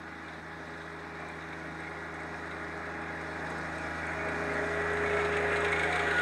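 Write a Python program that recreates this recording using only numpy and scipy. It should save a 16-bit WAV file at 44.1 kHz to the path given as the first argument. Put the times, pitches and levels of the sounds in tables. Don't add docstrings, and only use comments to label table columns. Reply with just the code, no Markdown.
import sys
import numpy as np
from scipy import signal
from scipy.fft import rfft, irfft
from scipy.io import wavfile
from scipy.ndimage import uniform_filter1d, map_coordinates

SR = 44100
rng = np.random.default_rng(int(sys.argv[2]) if len(sys.argv) > 2 else 0)


def magnitude_from_level(level_db):
    exponent = np.asarray(level_db, float) / 20
    return 10 ** exponent


def int16_out(signal):
    q = np.round(np.clip(np.atleast_2d(signal).T, -1, 1) * 32767)
    wavfile.write(sys.argv[1], SR, q.astype(np.int16))


N = 273861


def unit(x):
    return x / np.sqrt(np.mean(x ** 2) + 1e-20)


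def along(points, hz):
    f, v = np.transpose(points)
    return np.interp(np.log(hz + 1), np.log(f + 1), v)


def curves(rows):
    s, *cols = np.transpose(rows)
    return [np.interp(np.arange(N) / SR, s, c) for c in cols]


def wobble(rate):
    at = np.arange(0, N + 32, 32)
    knots = rng.standard_normal(int(N * rate / SR) + 4)
    return np.interp(np.arange(N), at, map_coordinates(knots, [at * rate / SR]))


def coloured(x, spectrum):
    size = 8192
    gain = magnitude_from_level(along(spectrum, np.fft.rfftfreq(size, 1 / SR)))
    cep = irfft(np.log(np.maximum(gain, 1e-6)))
    cep[1:size // 2] *= 2
    cep[size // 2 + 1:] = 0
    return signal.fftconvolve(x, irfft(np.exp(rfft(cep))))[:N]


def burst(train, spectrum):
    click = np.arange(N) == 0
    return coloured(train, spectrum) / np.linalg.norm(coloured(click, spectrum))


def bright(train):
    return burst(train, [(4000, -50), (5800, -16), (6650, -4), (7360, -13), (8100, 0), (9300, -16),
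                         (10700, -16), (12200, -30), (15500, -38)])


def patchy(patchy_db, bins, frames):
    z = signal.stft(rng.standard_normal(N + 512), nperseg=512)[2]
    field = uniform_filter1d(rng.standard_normal(z.shape), bins, 0)
    field = uniform_filter1d(field, frames, 1)
    return signal.istft(z * magnitude_from_level(patchy_db * unit(field)), nperseg=512)[1][:N]


def tone(turns, multiple, db, waver_db, smear):
    phase = 2 * np.pi * (multiple * turns + rng.random()) + smear * wobble(12)
    return np.sqrt(2) * magnitude_from_level(db + waver_db * wobble(6)) * np.sin(phase)


def level(db, grows, lobes=()):
    closest_m, speed_m_s, abeam_s = 2.247, 1.86, 5.99
    t = np.linspace(0, N / SR, 1000)
    distance_m = np.hypot(closest_m, speed_m_s * (t - abeam_s))
    approach_db = -20 * np.log10(distance_m / closest_m)
    swells_db = sum(lobe_db * np.exp(-((t - s) / half) ** 2) for s, half, lobe_db in lobes)
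    return curves(np.transpose([t, db + grows * approach_db + swells_db]))[0]


# time in seconds, share of the near side in view from 0 to 1.
TURN_TO_PHONE = [(0, 0), (3.2, 0.24), (4.3, 0.41), (5.1, 0.69), (6.21, 1)]


def passing(x, spectra):
    near = np.clip(curves(TURN_TO_PHONE)[0], 0, 1)
    far_x, near_x = (unit(coloured(x, s)) for s in spectra)
    return (1 - near) * far_x + near * near_x


# time in seconds, pump strokes in Hz.
ENGINE_SPEED = [(0, 485), (0.75, 485.4), (1.25, 482.6), (1.5, 483.2), (1.9, 482.7), (2.3, 483.8),
                (3.1, 483.6), (3.31, 480.6), (3.45, 483.3), (3.75, 482.1), (4.1, 482.8), (4.41, 484.9),
                (4.56, 481.8), (4.75, 485.4), (5.0, 485.5), (5.5, 483.9), (5.75, 482.6), (6.21, 482.8)]


def shaft():
    return np.cumsum(curves(ENGINE_SPEED)[0]) / (6 * SR)


def phone():
    t = np.arange(N) / SR
    whine = sum(np.sin(2 * np.pi * (240 * k * t + rng.random())) for k in range(49, 66))
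    hiss_colour = [(2000, -30), (8000, -6), (12000, -1), (16000, -5)]
    hiss = unit(coloured(rng.standard_normal(N), hiss_colour))
    wind_colour = [(8, -30), (19, 0), (28, -5), (45, -30), (90, -120)]
    buffet = unit(coloured(rng.standard_normal(N), wind_colour))
    gust_db = level(*EXHAUST_TONES["first"]) - 21 + 4 * wobble(3)
    return magnitude_from_level(-103) * whine + magnitude_from_level(-85) * hiss + magnitude_from_level(gust_db) * buffet


# frequency in Hz, time to fade by 60 dB in seconds.
TREE_FADE = [(200, .5), (2000, 1), (10000, 0.2)]


def trees(x):
    hz, t, z = signal.stft(rng.standard_normal(SR // 2), SR, nperseg=256)
    fade = magnitude_from_level(-60 * t / along(TREE_FADE, hz)[:, None])
    tail = signal.istft(z * fade, SR, nperseg=256)[1]
    delayed = np.pad(x, (700, 0))
    return signal.fftconvolve(delayed, tail / np.linalg.norm(tail))[:N]


# frequency in Hz, level in dB per Hz.
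LEAF_COLOURS = [
    [(1650, -44), (2800, -4.5), (3120, -7.5), (3280, 0), (3840, 3), (4550, -7.5), (5140, -5.5), (5560, -8), (6700, -10), (7360, -16), (8250, -9.5), (9380, -26), (10400, -15), (12100, -35.5), (15500, -29.5)],
    [(1650, -19), (2800, -5.5), (3070, -4.5), (3370, -0.5), (3750, 1), (4550, -16.5), (5070, -14.5), (6150, -16), (6650, -8.5), (7360, -18), (8190, -13), (9580, -20.5), (10800, -24.5), (12200, -34), (15500, -41)],
]
LEAF_LEVEL = -47, 1.09, [(1.1, 0.56, 1.3), (2.6, 0.27, -0.2), (3.65, 0.31, 0.8), (4.3, 0.12, -0.3),
              (5.4, 0.52, -1.4), (6.2, 0.062, 3)]


def leaves(fired):
    clump = magnitude_from_level(3 * wobble(13))
    crackle = (rng.random(N) < 1500 * clump / SR) * rng.standard_normal(N)
    cycle = fired / 3
    count = cycle.astype(int)
    strength = 0.6 * rng.random(count[-1] + 1)[count] ** 2
    jolt = strength * np.exp(-5.5 * (cycle - count))
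    hiss = patchy(1.45, bins=12, frames=6) * magnitude_from_level(0.75 * wobble(6.1)) * (1 + jolt)
    rustle = unit(hiss) + 0.38 * unit(crackle)
    return magnitude_from_level(level(*LEAF_LEVEL) + 0.2) * passing(rustle, LEAF_COLOURS)


# time in seconds,
# peak in dB.
TWIG_SNAPS = [(1.2835, -49), (1.8003, -51), (2.2, -52), (3.464, -52), (3.4989, -46), (3.5803, -45),
              (3.7798, -47), (4.0657, -46), (4.2842, -46), (4.535, -46), (4.8135, -47), (4.9322, -42),
              (5.1662, -49), (5.3682, -41), (5.5253, -43), (5.5662, -44), (5.6027, -42), (5.6446, -46),
              (5.7176, -39), (5.7912, -44), (5.8287, -41), (5.9249, -46), (5.9544, -50), (6.127, -46),
              (6.1913, -42),
              (0.6833, -59), (0.7711, -54), (1.1994, -56), (2.0294, -59), (2.139, -51), (2.2298, -54),
               (2.4694, -55), (2.7716, -53), (3.2106, -53), (3.6294, -53), (3.7494, -50), (4.1155, -50),
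               (4.4363, -47), (4.6594, -48)]


def twigs():
    out, t = np.zeros(N + SR), np.arange(SR // 8) / SR
    rise = 1 - np.exp(-t / 0.001)
    for s, db in TWIG_SNAPS:
        snap = magnitude_from_level(db - 5.0 - 60 * t / 0.046) * rise ** 2 * rng.standard_normal(len(t))
        out[round(s * SR):][:len(t)] += snap
    return bright(out)


# time in seconds, peak in dB, pitch of the tine in Hz, level of the tine in dB to the knock.
STEEL_KNOCKS = [(0.2798, -43.5, 2140, -5), (1.4207, -45, 2100, -2), (1.5249, -43.5, 2240, 5),
                (2.5082, -40, 2066, 2), (2.8559, -45, 2130, -1), (3.4635, -45, 2060, -2),
                (3.7813, -39, 2400, -5), (4.2842, -41, 2230, 3), (4.8988, -36, 2060, -6),
                (4.9322, -42, 2120, -3.5), (4.9691, -36, 2340, -4), (5.1936, -36, 2184, 2),
                (5.2475, -31, 2120, -8), (5.3233, -32, 2110, 1), (5.3657, -30.5, 2280, -2),
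                (5.4256, -38, 2060, 5), (5.5189, -38, 2420, 3), (5.5573, -28, 2130, -3),
                (5.6451, -26.5, 2370, -7), (5.6805, -35, 2270, 3), (5.7249, -28.5, 2170, 7),
                (5.7583, -30, 2227, -1), (5.7937, -28, 2210, 2), (5.8316, -28.5, 2240, 1),
                (5.9244, -29.5, 2240, 1.5), (5.9564, -25.5, 2290, -9), (5.9918, -28, 2260, -3),
                (6.0821, -34, 2370, -16), (6.108, -29, 2060, -2), (6.1809, -32, 2080, 2)]
# start in seconds, number of blows (only whole blows sound),
# peak in dB, pitch in Hz.
TINE_BUZZES = [
    (1.21, 3.2, -56, 2344),
    (1.7994, 3.3, -48.5, 2145),
    (3.8194, 2.3, -53, 2270),
    (4.1994, 1.8, -47, 2225),
    (4.6633, 0.93, -49, 2100),
    (5.0575, 5, -38.5, 2200),
    (5.2894, 1.1, -44, 2350),
    (5.6047, 0.95, -43, 2260),
]


def clanks():
    frame, edge, tines = np.zeros((3, N + SR))
    t = np.arange(SR // 8) / SR
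    rise = 1 - np.exp(-t / 0.001)
    blow_gap_s, buzz_tine_db, bright_db = 0.0365, 8, -14.5
    buzz = [(s + k * blow_gap_s, db, hz, buzz_tine_db)
            for s, blows, db, hz in TINE_BUZZES for k in range(int(blows))]
    for s, db, hz, tine_db in STEEL_KNOCKS + buzz:
        at = round(s * SR)
        noise = rng.standard_normal((3, len(t)))
        frame[at:][:len(t)] += magnitude_from_level(db - 8.5 - 60 * t / 0.055) * rise ** 2 * noise[0]
        edge[at:][:len(t)] += magnitude_from_level(db + bright_db - 5.5 - 60 * t / 0.058) * rise * noise[1]
        ring = np.sin(2 * np.pi * hz * t + 0.07 * noise[2].cumsum())
        tines[at:][:len(t)] += magnitude_from_level(db + tine_db - 5.5 - 60 * t / 0.09) * rise ** 2 * ring
    frame_colour = [(1500, -50), (2650, 2), (3070, -6), (3850, 0), (4550, -16), (5600, -21), (7000, -50)]
    tine_colour = [(1400, -57.0), (1900, 4.0), (2600, 9.5), (3400, -33.5)]
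    return burst(frame, frame_colour) + bright(edge) + coloured(tines, tine_colour)


def rings(knocks, gain_db, attack_s, t60, rough):
    out, t = np.zeros(N + SR), np.arange(SR // 8) / SR
    for s, db, hz in knocks:
        phase = 2 * np.pi * hz * t + rough * rng.standard_normal(len(t)).cumsum()
        swell = magnitude_from_level(db + gain_db - 60 * t / t60) * (1 - np.exp(-t / attack_s)) ** 2
        out[round(s * SR):][:len(t)] += swell * np.sin(phase)
    return coloured(out, [(900, -40), (1450, 0), (4500, 0), (5600, -40)])


# time in seconds, peak in dB, pitch in Hz.
LOADER_PLATES = [(0.2798, -46, 3530), (0.6604, -51, 3920), (0.7342, -49, 3870), (1.2775, -47, 3680),
                 (1.4017, -50, 3790), (1.4212, -48, 3870), (1.5254, -45, 3750), (2.5077, -44, 3870),
                 (2.8559, -49, 3840), (3.4648, -48, 3800), (3.6311, -53, 3860), (3.7509, -44, 3750),
                 (4.0502, -46, 3380), (4.0971, -52, 3870), (4.2862, -46, 3840), (4.5206, -46, 3880),
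                 (4.5361, -45, 4340), (4.7651, -46, 3710), (4.8184, -48, 3520), (4.8818, -45, 3450),
                 (4.8988, -42, 3600), (4.9771, -44, 3710), (5.0529, -46, 3480), (5.0749, -44, 3630),
                 (5.0948, -50, 3500), (5.1302, -44, 3430), (5.1672, -43, 3670), (5.1941, -44, 3500),
                 (5.2121, -39, 3750), (5.2475, -42, 3880), (5.29, -42, 3390), (5.3378, -43, 3300),
                 (5.3657, -41, 3330), (5.4879, -42, 3500), (5.5194, -40, 3390), (5.557, -36, 3990),
                 (5.6126, -41, 3540), (5.6451, -37, 3310), (5.681, -40, 3590), (5.7249, -38, 3340),
                 (5.7593, -36, 3530), (5.7952, -36, 3500), (5.8316, -34, 3280), (5.924, -34, 3830),
                 (5.9564, -33, 3480), (5.9926, -33, 3310), (6.0492, -41, 3630), (6.0676, -37, 3390),
                 (6.107, -35, 3880), (6.1394, -40, 3380), (6.1634, -35, 3630), (6.1814, -31, 3340)]
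# time in seconds, peak in dB, pitch in Hz.
RAKE_BARS = [(3.9962, -46, 2670), (4.8912, -48, 2850), (5.1047, -34, 2590), (5.1296, -40, 2790),
             (5.196, -41, 2680), (5.2523, -36, 2540), (5.3012, -42, 2730), (5.3332, -32, 2690),
             (5.3656, -33, 2620), (5.404, -42, 2650), (5.4993, -34, 2580), (5.525, -33, 2690),
             (5.5582, -38, 2830), (5.6455, -31, 2680), (5.7225, -39, 2660), (5.7592, -44, 2870),
             (5.8285, -44, 2980), (5.9323, -40, 2570), (5.9827, -45, 2730), (6.1064, -43, 2520),
             (6.1463, -45, 2900), (6.1827, -37, 2850)]
# time in seconds, peak in dB, pitch in Hz.
TINE_TOUCHES = [(0.2394, -43, 2360), (1.0934, -42, 2290), (1.1952, -44, 2380), (1.2481, -43, 2340),
                (1.2925, -40.5, 2360), (1.5214, -39, 2330), (1.6033, -42, 2180), (1.8078, -39, 2110),
                (1.8632, -37, 2156), (1.9609, -38, 2130), (2.148, -42, 2180), (2.1969, -40, 2190),
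                (2.5132, -38, 2060), (2.7023, -37, 2090), (3.5034, -42, 2050), (3.7883, -39, 2420),
                (3.8452, -37, 2335), (3.936, -40, 2350), (3.9809, -39, 2330), (4.0253, -32, 2220),
                (4.0751, -35, 2270), (4.118, -37, 2170), (4.1854, -34, 2220), (4.2088, -37, 2215),
                (4.2423, -39, 2220), (4.2812, -34, 2266), (4.4902, -32, 2060), (4.5371, -40, 2280),
                (4.6453, -42, 2060), (4.6773, -43, 2110), (4.804, -36, 2420), (4.8708, -39, 2230)]
# time in seconds, peak in dB, pitch in Hz.
BLOCK_RINGS = [(0.0444, -36, 1670), (2.363, -36, 1667), (2.5107, -41, 1660), (3.0657, -32, 1650),
               (3.2899, -38, 1720), (3.4545, -36, 1560), (3.5558, -28, 1664), (3.902, -31, 1650),
               (3.9524, -31, 1680), (4.2004, -35, 1770), (4.259, -27, 1660), (4.335, -30, 1680),
               (4.3809, -30, 1576), (4.4528, -33, 1700), (4.5795, -32, 1593), (4.6155, -28, 1680),
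               (4.6668, -28, 1610), (4.7072, -29, 1660), (4.9646, -30, 1680), (5.123, -35, 1630),
               (5.222, -29, 1520), (5.26, -29, 1737), (5.3378, -27, 1705), (5.3682, -38, 1630),
               (5.44, -30, 1690), (5.5222, -27, 1670), (5.6096, -27, 1664), (5.664, -30, 1620),
               (5.7284, -24, 1820), (5.7778, -28, 1740), (5.8102, -27, 1634), (5.8408, -28, 1620),
               (5.887, -32, 1780), (5.9399, -29, 1750), (5.9698, -28, 1607), (6.0197, -27, 1730),
               (6.0581, -24, 1550), (6.102, -22, 1545), (6.1398, -30, 1677), (6.1769, -31, 1530)]


def rattle():
    plates = rings(LOADER_PLATES, gain_db=2.5, attack_s=0.0039, t60=0.057, rough=0.15)
    bars = rings(RAKE_BARS, gain_db=4, attack_s=0.0036, t60=0.057, rough=0.13)
    tines = rings(TINE_TOUCHES, gain_db=1.5, attack_s=0.0044, t60=0.092, rough=0.068)
    block_notes = rings(BLOCK_RINGS, gain_db=0.0, attack_s=0.009, t60=0.12, rough=0.05)
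    return plates + bars + tines + block_notes


# time in seconds, pitch in Hz, level in dB to the fan air.
INTAKE_HOOT = [(0, 617.6, -14), (1.5, 614.5, -9.5), (2.2, 622, -19), (2.7, 625, -8.5), (3.8, 634.7, -10),
               (4.3, 634.6, -2.5), (4.55, 626, -8), (4.72, 650.6, 0.5), (4.85, 652, -17), (5.1, 660, -7),
               (5.6, 685, -9), (5.75, 715, -12), (6.02, 715, -2.5), (6.21, 701, -18)]


def intake():
    hz, db = curves(INTAKE_HOOT)
    turns = 2 * np.pi * np.cumsum(hz) / SR
    hoot = wobble(34) * np.sin(turns) + wobble(34) * np.cos(turns)
    return magnitude_from_level(level(*AIR_LEVEL) + db) * unit(hoot)


FAN_TONES = {"blade": (-46, .7, [(.35, 0.23, -5), (.9, 0.32, 2.5), (2, .1, 2.5), (2.7, 0.14, 2),
             (3.8, 0.25, -21), (4.48, 0.33, 5), (5.05, 0.41, 12.5), (5.62, 0.36, 10)]),
             "second": (-47.5, 0.74, [(1.8, .12, 2.5), (2, 0.12, -4), (3.05, 0.18, 2), (3.75, .25, 2),
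             (5, .1, -6), (6.17, .1, 3)]), "alternator": (-56.5, 1.24, [(.3, .2, -9), (.8, .12, 11),
             (2.8, 0.1, 8), (3.9, 0.16, 12), (4.9, 0.24, 11), (5.2, 0.12, 14), (6, .12, 9)])}
# frequency in Hz, level in dB per Hz.
AIR_COLOURS = [
    [(15, -42), (40, -34), (118, -15.5), (215, -3.5), (315, 0), (468, -7), (560, -5), (640, -4), (720, -4.5), (1100, -4), (1430, -35), (2420, -120)],
    [(15, -52), (40, -30), (118, -21.5), (209, -19.5), (320, -3.5), (430, 2), (560, 0), (700, -1.5), (780, -5.5), (1100, -9), (1430, -30), (2420, -120)],
]
AIR_LEVEL = -36.5, 0.93, [(.6, 0.46, -0.3), (3.55, .15, 2.5), (4.85, 0.33, 1), (6.1, 0.2, -0.7)]


def fan(fired):
    first_db, second_db, alternator_db = (level(*row) for row in FAN_TONES.values())
    blades, poles = 5.115 * fired, 16.39 * fired
    tones = tone(blades, 1, first_db, waver_db=0.46, smear=0.13)
    tones += tone(blades, 2, second_db, waver_db=0.71, smear=0.1)
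    tones += tone(blades, 3, second_db - 9.5, waver_db=2.5, smear=0.5)
    tones += tone(blades, 4, second_db - 9.0, waver_db=2.7, smear=0.84)
    tones += tone(poles, 1, alternator_db, waver_db=1.2, smear=0.5)
    air = passing(patchy(0.79, bins=3, frames=12), AIR_COLOURS)
    return tones + magnitude_from_level(level(*AIR_LEVEL) - 1.0 + 1.04 * wobble(9)) * air


PUMP_TONES = {"third": (-44, 1.05, [(0, .3, 4.5), (1, .35, -8), (2, 0.18, -2), (3.2, .2, -3),
              (4.15, .45, 4), (4.75, 0.093, -19), (5.2, 0.2, -10), (5.77, .04, 5), (6.19, .085, 14)]),
              "fourth": (-46.5, 0.91, [(2.25, 0.14, 3), (3, .4, -1), (4.85, .3, 6), (5.4, .25, -9.5),
              (6.1, 0.21, 7.5)]), "fifth": (-51, 1.68, [(.5, .2, -6), (1.7, 0.34, -1), (2.5, 0.11, 3),
              (4.35, 0.27, 5)]), "ninth": (-71, .7, [(1.25, .12, 4), (3.31, .05, 10), (3.98, .1, 7),
              (4.12, .05, 7), (4.37, .1, 6), (4.56, .03, 7), (4.9, .2, -4)]),
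              "tenth": (-73, .7, [(3.22, .07, 8), (3.6, .07, 10), (3.95, .08, 4), (4.4, .2, 5),
              (5.45, .25, 4)]), "second": (-57, 0.99, [(2.4, .2, 3), (4.95, .08, 6), (5.22, .1, 9),
              (6.1, .12, 6)]), "sixth": (-67, 1.1, [(.25, .05, 11), (6.15, .09, 13)]),
              "eleventh": (-74.5, .7, [(3.28, .08, 11), (3.54, .1, 12), (3.83, .15, 10), (4.2, .04, 7)])}


def pump(fired):
    db = {name: level(*row) for name, row in PUMP_TONES.items()}
    strokes = 6 * fired
    levels = {2: db["second"], 3: db["third"] - 1, 4: db["fourth"] - 1, 5: db["fifth"] + 1,
              6: db["sixth"], 7: db["ninth"] - 2, 8: db["tenth"] + 3, 9: db["ninth"] + 1,
              10: db["tenth"], 11: db["eleventh"]}
    return sum(tone(strokes, k, tone_db + 1.6 * wobble(25), waver_db=0.6, smear=0.45)
               for k, tone_db in levels.items())


# frequency in Hz, level in dB per Hz.
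BLOCK_COLOURS = [
    [(470, -31.5), (800, -6.5), (996, -9.5), (1230, -2), (1500, -2), (1670, 0.5), (1800, -2), (1950, -3), (2400, -9.5), (3040, -28.5), (4290, -58), (7260, -120)],
    [(470, -29), (800, -6.5), (950, -11), (1230, -3), (1410, -1), (1680, 2), (2040, -1.5), (2220, -7), (2500, -12.5), (2680, -14), (3070, -22.5), (4290, -30), (7260, -120)],
]
BLOCK_LEVEL = -32, 0.9932, [(1.2, 0.54, 0.86), (3.3, 0.071, -1.2), (4.55, 0.15, 0.67), (5.65, .15, 1.1)]


def block(fired):
    count = fired.astype(int)
    size = magnitude_from_level(7.3 * rng.standard_normal(count[-1] + 1))[count]
    puff = 5.9 + size * np.exp(-3.5 * (fired - count))
    roar = passing(unit(puff * patchy(1.1, bins=3, frames=14)), BLOCK_COLOURS)
    return magnitude_from_level(level(*BLOCK_LEVEL) - 1.7 + 0.28 * wobble(7)) * roar


# multiple of the whole engine cycle, level in dB to the firing tones.
UNEVEN_CYLINDERS = [(2, -26), (4, -20.5), (5, -33), (7, -10), (8, -14.5), (9, -9.5), (10, -6), (11, -10.5),
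                    (13, -11.5), (14, -10.5), (15, -10.5), (17, -14.5), (18, -18), (19, -15.5), (21, -13),
                    (23, -12.5), (26, -10), (27, -10.5), (29, -16), (53, -7), (58, -14), (62, -12),
                    (63, -7)]
EXHAUST_TONES = {"first": (-45, 0.89, [(2.6, .3, 1), (4, .25, 1.8), (5, 0.28, 1.5), (6.2, 0.39, -2.3)]),
                 "second": (-46, 0.58, [(0, .3, -3), (1.75, 0.12, 2.1), (2.8, 0.27, -1.3), (3.55, 0.19, 2),
                 (4.45, .25, 1.5)]), "fourth": (-45, 0.75, [(1.75, 0.14, 3), (5.1, 0.62, -7),
                 (5.5, 0.15, -8), (6, 0.33, -6)]), "gear": (-44, 1.84, [(0, .15, -12), (4.5, 0.18, 4),
                 (6.2, 0.6, -17)])}


def exhaust(fired):
    first_db, second_db, fourth_db, gear_db = (level(*row) for row in EXHAUST_TONES.values())
    clean = tone(fired, 1, first_db, waver_db=0.18, smear=0.03)
    clean += tone(fired, 2, second_db, waver_db=0.55, smear=0.089)
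    clean += tone(fired, 4, fourth_db, waver_db=0.66, smear=0.15)
    cycle = fired / 3
    middle_db = (first_db + second_db) / 2
    uneven = sum(tone(cycle, int(k), middle_db + db, waver_db=2.7, smear=0.18)
                 for k, db in UNEVEN_CYLINDERS)
    gear = tone(cycle, 22, gear_db, waver_db=1.0, smear=0.36)
    return clean + uneven + gear


def scene():
    fired = shaft()
    knocks = twigs() + clanks() + rattle()
    engine = intake() + fan(fired) + pump(fired) + block(fired) + exhaust(fired)
    return (engine + leaves(fired) + knocks + magnitude_from_level(-11.0) * trees(knocks))[None]


def roll_off(x):
    return signal.sosfilt(signal.butter(12, 15630, fs=SR, output="sos"), x)


def record(dry):
    return roll_off(dry + phone())


dry = scene()
out = record(dry)
int16_out(out)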